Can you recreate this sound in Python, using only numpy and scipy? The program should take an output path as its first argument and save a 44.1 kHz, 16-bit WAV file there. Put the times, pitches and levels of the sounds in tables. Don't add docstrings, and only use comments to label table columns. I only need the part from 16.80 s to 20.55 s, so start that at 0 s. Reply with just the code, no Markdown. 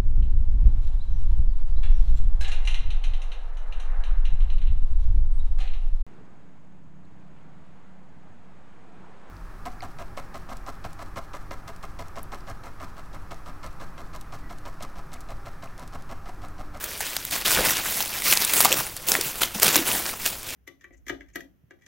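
import sys
import numpy as np
from scipy import signal
from scipy.fft import rfft, irfft
from scipy.io import wavfile
from scipy.ndimage import map_coordinates

SR = 44100
rng = np.random.default_rng(int(sys.argv[2]) if len(sys.argv) > 2 else 0)


def wav_out(sig):
    wavfile.write(sys.argv[1], SR, np.round(np.clip(np.atleast_2d(sig).T, -1, 1) * 32767).astype(np.int16))


N = 165375

# (start [s], attack [s], hold [s],
# release per 20 dB [s], body level [dB], crackle level [dB], fizz level [dB])
STROKES = [(0, 0.0092, 0.143, 0.57, -46, -39.5, -37), (0.199, 0.0099, 0.0732, 0.19, -45.5, -34, -35),
           (0.33, 0.016, 0.016, 1.38, -51.5, -41.5, -41), (0.503, 0.021, 0.0437, 0.07, -36, -27, -28),
           (0.599, 0.0135, 0.0104, 0.02, -40.5, -34, -40.5), (0.646, 0.0067, 0.0814, 0.3186, -33, -23, -23),
           (0.761, 0.0207, 0.0133, 0.1074, -25.5, -28, -32),
           (0.839, 0.0157, 0.0326, 0.1587, -31, -23.5, -22.5),
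           (0.944, 0.0242, 0.0228, 0.1, -35, -29, -32.5), (1.002, 0.058, 0.112, 0.522, -39, -32, -29),
           (1.189, 0.0122, 0.0135, 0.02, -36, -34.5, -28), (1.29, 0.061, 0.046, 0.11, -44, -33, -35.5),
           (1.43, 0.0333, 0.0737, 0.1312, -34, -23, -22), (1.586, 0.0176, 0.019, 0.34, -39.5, -27, -28.5),
           (1.662, 0.1493, 0.0441, 0.037, -30.5, -23.5, -19.5),
           (1.83, 0.0126, 0.0664, 0.075, -31, -29, -33.5),
           (1.896, 0.0192, 0.0436, 0.1364, -30.5, -31, -28.5),
           (1.959, 0.015, 0.0196, 0.14, -38, -30.5, -26), (2.02, 0.0106, 0.0143, 0.12, -43.5, -40.5, -40.5),
           (2.197, 0.052, 0.012, 0.5, -47, -43, -41), (2.264, 0.02, 0.018, 0.1521, -33, -30.5, -22.5),
           (2.303, 0.0195, 0.0173, 0.277, -34.5, -32, -34),
           (2.405, 0.0555, 0.0178, 0.126, -40.5, -32.5, -29),
           (2.552, 0.0175, 0.043, 0.2, -44.5, -41, -36.5), (2.604, 0.0072, 0.0158, 0.0833, -32, -26, -27),
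           (2.736, 0.0125, 0.011, 0.16, -35.5, -34, -31), (2.814, 0.0093, 0.067, 0.135, -28, -22.5, -22),
           (2.918, 0.0337, 0.0066, 0.1336, -27, -23, -22), (3.038, 0.0383, 0.094, 0.1752, -32, -28.5, -26),
           (3.226, 0.036, 0.031, 0.1274, -36, -32.5, -29.5), (3.37, 0.0785, 0.031, 0.0041, -42, -34, -32),
           (3.438, 0.0175, 0.0076, 0.17, -37, -31, -26.5), (3.622, 0.051, 0.084, 0.94, -45, -37, -37)]
# (start [s], energy [dB], ring pitch [Hz], # ring share of energy [0-1], decay time
# constant [ms])
SNAPS = [ (.0404, -1.5, 14500, 0.25, 2.5), (.2059, -1, 784, 0.41, 2.3), (.211, -4.5, 1850, 0.51, 2.2),
         (0.2666, -9.5, 4000, .3, 0.93), (0.366, 2.5, 3610, 0.14, 1.52), (0.4508, -2, 14060, 0.67, 1.83),
         (0.511, -5.5, 12000, 0.23, 1.35), (.6212, -8.5, 2400, 0.5, 1.66), (.654, -2.5, 4000, 0.34, 2.44),
         (.661, 3.5, 3690, 0.42, 2.9), (0.68, 3, 3600, 0.13, 2.3), (.7479, 4, 3100, 0.29, 2.34),
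         (.7874, 1.5, 1684, 0.94, 2.17), (.8067, 3, 598, 0.61, 1.8), (.907, 3.5, 5800, 0.55, 1.35),
         (0.9688, 1, 3310, 0.3, 1.52), (1.2049, 1.5, 14500, 0.3, 2.6), (1.2243, -1, 5500, 0.72, 1.96),
         (1.2589, -6, 11000, 0.28, 0.84), (1.4209, -2, 2240, 0.38, 1.2), (1.5126, 5.5, 14000, 0.21, 1.97),
         (1.5258, 9.5, 2210, 0.49, 1.26), (1.532, -5, 9000, 0.36, 0.87), (1.5353, 6, 14000, 0.3, 1.52),
         (1.5728, 7.5, 4960, 0.55, 1.4), (1.6159, -1, 12500, 0.24, 0.73), (1.6209, 1.5, 13500, 0.23, 0.97),
         (1.6482, 6.5, 9940, 0.85, 2.3), (1.6964, 0, 2460, 0.49, 1.6), (1.7353, 9, 12500, 0.35, 2.94),
         (1.7676, 2, 15000, 0.32, 0.92), (1.805, 12.5, 10900, 0.35, 2.1), (1.812, 7.5, 11600, 0.33, 1.76),
         (1.8484, 12.5, 9060, 0, 2.4), (1.8544, 10, 934, 0.54, 1.7), (1.9192, 5, 2690, 0.75, 1.32),
         (1.9267, 9.5, 3276, 0.44, 0.68), (1.9321, -1.5, 9000, 0.08, 0.74), (1.9418, 0, 6000, 0.47, 1.75),
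         (2.1655, -5.5, 10400, 0.46, 3.54), (2.1743, -11, 4900, 0.72, 2.2), (2.2855, 1, 11000, 0.4, 2.1),
         (2.3185, 11, 5400, 0.53, 1.09), (2.3397, 1, 1700, 0.49, 1.4), (2.352, 7, 1810, 0.91, 1.6),
         (2.4099, -1, 11000, 0.43, 0.98), (2.4116, 2.5, 5020, 0.51, 2.6), (2.5562, -8, 12000, 0.42, 0.96),
         (2.616, 2, 1400, 0.53, 2), (2.6196, 3.5, 9500, 0.44, 0.76), (2.6333, 8, 3030, 0.65, 2.47),
         (2.7987, 0.5, 7600, 0.45, 1.5), (2.83, 14.5, 12600, 0.29, 2.9), (2.8445, 4.5, 11000, 0.3, 1.75),
         (2.8676, 4, 10300, 0.6, 1.65), (2.88, 7, 2880, 0.17, 3.5), (2.8895, 3, 4500, 0.42, 1.17),
         (2.9451, 3, 4200, .3, 1.45), (2.9567, 11.5, 3140, 0.04, 2.7), (2.9642, 9.5, 13000, 0.33, 2.2),
         (3.1156, 1, 2500, 0.29, 1.9), (3.1668, -6.5, 14600, 0.73, 2.2), (3.4612, 4.5, 2500, 0.28, 3.4),
         (3.6305, -12, 2300, 0.09, 2.04), (3.7053, -8.5, 6460, 0.54, 1.4)]
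# (start [s], pitch [Hz], level before envelope [dB], T60 [s])
KNOCKS = [(.788, 517.7, -19, 0.078), (1.849, 1168, -18.5, 0.079), (1.852, 770.4, -18, 0.063),
          (1.9205, 542, -18.5, 0.037), (1.99, 130.4, -28.5, 0.093), (2.3879, 405, -18, 0.028),
          (2.46, 136.4, -31, 0.107), (2.758, 210.6, -24.5, 0.0535), (2.878, 130.7, -27.5, 0.07),
          (2.965, 311.5, -15.5, 0.0593), (2.991, 332.6, -20, 0.081), (3.015, 283.4, -22, 0.067),
          (3.519, 119, -36, 0.104)]
# (frequency [Hz], gain [dB])
PAPER_COLOUR = [(100, -1.5), (300, 0.5), (450, -3), (750, -3), (1100, -3.5), (1600, -3.5), (2600, -2.5),
                (4000, -3.5), (6500, -1.01), (10000, 0.31), (13000, 1.25), (15500, 3)]
# (body level [dB], crackle level [dB], fizz level [dB])
RESTLESS_DB = [-51, -46.5, -45.5]
# (frequency [Hz], relative level per Hz [dB])
ROOM_NOISE_COLOUR = [(20, 1.5), (45, -0.5), (100, -3), (200, -10.5), (400, -14.5), (1000, -20),
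                     (4000, -25.5), (16000, -33)]

CREASES_PER_S, CREASE_SPREAD_DB, CREASE_DECAY_S = 2800, 5, 0.000569
RUB_DB, FLUTTER_DB, FLUTTER_PER_S = -2, 1.0, 110
PATCHY_DB, PATCHES_PER_S = 2, 45
TICKS_PER_S, TICK_DB, TICK_SPREAD_DB, TICK_DECAY_S = 130, -11, 4, 0.001365
TICK_LOW_HZ, TICK_HIGH_HZ, TICK_Q = 681, 14000, 2.67
BODY_LOW_HZ, BODY_TOP_HZ, CRACKLE_TOP_HZ = 260.6, 1241, 4946
THUD_TOP_HZ, THUD_BASS_HZ, THUD_DB = 276, 89.3, -10.5
ROOM_NOISE_DB = -46
ROOM_T60_S, ROOM_TREBLE_T60_S, ROOM_SPLIT_HZ, ROOM_GAP_S = 0.31, 0.155, 4030, .004
ROOM_DB, ROOM_TREBLE_DB = -15.5, -19
RING_Q, SNAP_RISE_S, SNAP_LOW_HZ = 4.96, 0.000096, 406
PUFF_S, PUFF_WIDTH_S, PUFF_DB, PUFF_HZ = 0.805, 0.083, -37.5, 100.4
KNOCK_ATTACK_S = 0.00071
TOP_HZ = 15900


def undb(db):
    return 10 ** (np.asarray(db) / 20)


def unit(x):
    return x / np.sqrt(np.mean(x ** 2) + 1e-20)


def norm(x):
    return x / np.sqrt(np.sum(x ** 2) + 1e-20)


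def cut(x, hz, kind, order=2):
    return signal.sosfilt(signal.butter(order, hz, kind, fs=SR, output="sos"), x)


def soft(x, hz, kind, order=2):
    forwards = cut(x, hz, kind, order)
    return cut(forwards[::-1], hz, kind, order)[::-1]


def colour(x, points):
    hz, db = np.array(points).T
    f = np.maximum(np.fft.rfftfreq(N, 1 / SR), 1)
    gain = undb(np.interp(np.log(f), np.log(hz), db))
    return irfft(rfft(x) * gain, N)


def walk(rate):
    position = np.arange(N) / SR * rate
    return unit(map_coordinates(rng.standard_normal(4096), [position], order=1, mode="wrap"))


def swarm(size=128):
    count = int(CREASES_PER_S * N / SR)
    places = rng.integers(0, N, count)[:, None] + np.arange(size)
    sizes = undb(CREASE_SPREAD_DB * np.minimum(rng.standard_normal((count, 1)), 2))
    decay = np.exp(-np.arange(size) / SR / CREASE_DECAY_S)
    grains = sizes * rng.standard_normal((count, size)) * decay
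    creases = np.bincount(places.ravel(), grains.ravel(), N)[:N]
    rub = undb(RUB_DB) * rng.standard_normal(N)
    flutter = undb(FLUTTER_DB * walk(FLUTTER_PER_S))
    return unit((unit(creases) + rub) * flutter)


def bend(x, count=18):
    log_hz = np.log(np.fft.rfftfreq(N, 1 / SR) + 1)
    place = np.interp(log_hz, np.log([200, 16000]), [0, count - 1])
    spectrum = rfft(x)
    out = np.zeros(N)
    for k in range(count):
        band = irfft(spectrum * np.maximum(1 - abs(place - k), 0), N)
        out += band * undb(PATCHY_DB * walk(PATCHES_PER_S))
    return unit(out)


def ticks():
    t, out = np.arange(SR // 100) / SR, np.zeros(N + SR)
    for when, pitch, size in rng.random((int(TICKS_PER_S * N / SR), 3)):
        hz = TICK_LOW_HZ * (TICK_HIGH_HZ / TICK_LOW_HZ) ** np.sqrt(pitch)
        burst = rng.standard_normal(len(t)) * np.exp(-t / TICK_DECAY_S)
        tick = norm(signal.lfilter(*signal.iirpeak(hz, TICK_Q, fs=SR), burst))
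        gain = undb(TICK_SPREAD_DB * min(-np.log(size), 3))
        i = int(when * N)
        out[i:i + len(t)] += gain * tick
    return unit(out[:N])


def rustle():
    t = np.arange(N) / SR
    creases = bend(swarm()) + undb(TICK_DB) * ticks()
    thud = cut(rng.standard_normal(N), THUD_TOP_HZ, "low", order=4)
    thud = unit(cut(thud, THUD_BASS_HZ, "high"))
    body = soft(soft(creases, BODY_LOW_HZ, "high"), BODY_TOP_HZ, "low")
    crackle = soft(soft(creases, BODY_TOP_HZ, "high"), CRACKLE_TOP_HZ, "low")
    fizz = soft(creases, CRACKLE_TOP_HZ, "high")
    power = undb(RESTLESS_DB)[:, None] ** 2 + np.zeros(N)
    for start, attack, hold, release, *db in STROKES:
        rise = np.clip((t - start) / attack, 0, 1)
        fall = np.exp(-np.log(10) * np.maximum(t - start - attack - hold, 0) / release)
        power += (undb(db)[:, None] * rise * fall) ** 2
    bands = unit(body) + undb(THUD_DB) * thud, unit(crackle), unit(fizz)
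    return sum(np.sqrt(p) * band for p, band in zip(power, bands))


def room_noise():
    return undb(ROOM_NOISE_DB) * unit(colour(rng.standard_normal(N), ROOM_NOISE_COLOUR))


def room(x):
    t = np.arange(SR // 2) / SR
    low, high = rng.standard_normal((2, len(t))) * (t > ROOM_GAP_S)
    low = norm(low * np.exp(-np.log(1000) * t / ROOM_T60_S))
    high = norm(high * np.exp(-np.log(1000) * t / ROOM_TREBLE_T60_S))
    low = undb(ROOM_DB) * cut(low, ROOM_SPLIT_HZ, "low")
    high = undb(ROOM_TREBLE_DB) * cut(high, ROOM_SPLIT_HZ, "high")
    return x + signal.fftconvolve(x, low + high)[:N]


def snaps():
    t, out = np.arange(SR // 25) / SR, np.zeros(N + SR)
    for start, db, hz, share, decay_ms in SNAPS:
        shape = (1 - np.exp(-t / SNAP_RISE_S)) * np.exp(-t * 1000 / decay_ms)
        crack, push = rng.standard_normal((2, len(t))) * shape
        crack = cut(cut(crack, SNAP_LOW_HZ, "high"), TOP_HZ, "low", order=6)
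        ring = signal.lfilter(*signal.iirpeak(hz, RING_Q, fs=SR), push)
        snap = np.sqrt(1 - share) * norm(crack) + np.sqrt(share) * norm(ring)
        i = int(start * SR)
        out[i:i + len(t)] += undb(db) * norm(snap)
    return out[:N]


def puff():
    swing = np.exp(-((np.arange(N) / SR - PUFF_S) / PUFF_WIDTH_S) ** 2 / 2)
    return undb(PUFF_DB) * unit(cut(rng.standard_normal(N), PUFF_HZ, "low")) * swing


def knocks():
    out = np.zeros(N)
    for start, hz, db, t60 in KNOCKS:
        t = np.maximum(np.arange(N) / SR - start, 0)
        shape = (1 - np.exp(-t / KNOCK_ATTACK_S)) * np.exp(-np.log(1000) * t / t60)
        out += undb(db) * np.sin(2 * np.pi * hz * t) * shape
    return out


def scene():
    paper = colour(rustle(), PAPER_COLOUR) + snaps() + knocks()
    mono = room(paper) + room_noise() + puff()
    return np.array([mono, mono])


def record(dry):
    low_pass = signal.ellip(10, .2, 70, TOP_HZ, fs=SR, output="sos")
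    return signal.sosfilt(low_pass, np.clip(dry, -1, 1))


dry = scene()
out = record(dry)
wav_out(out)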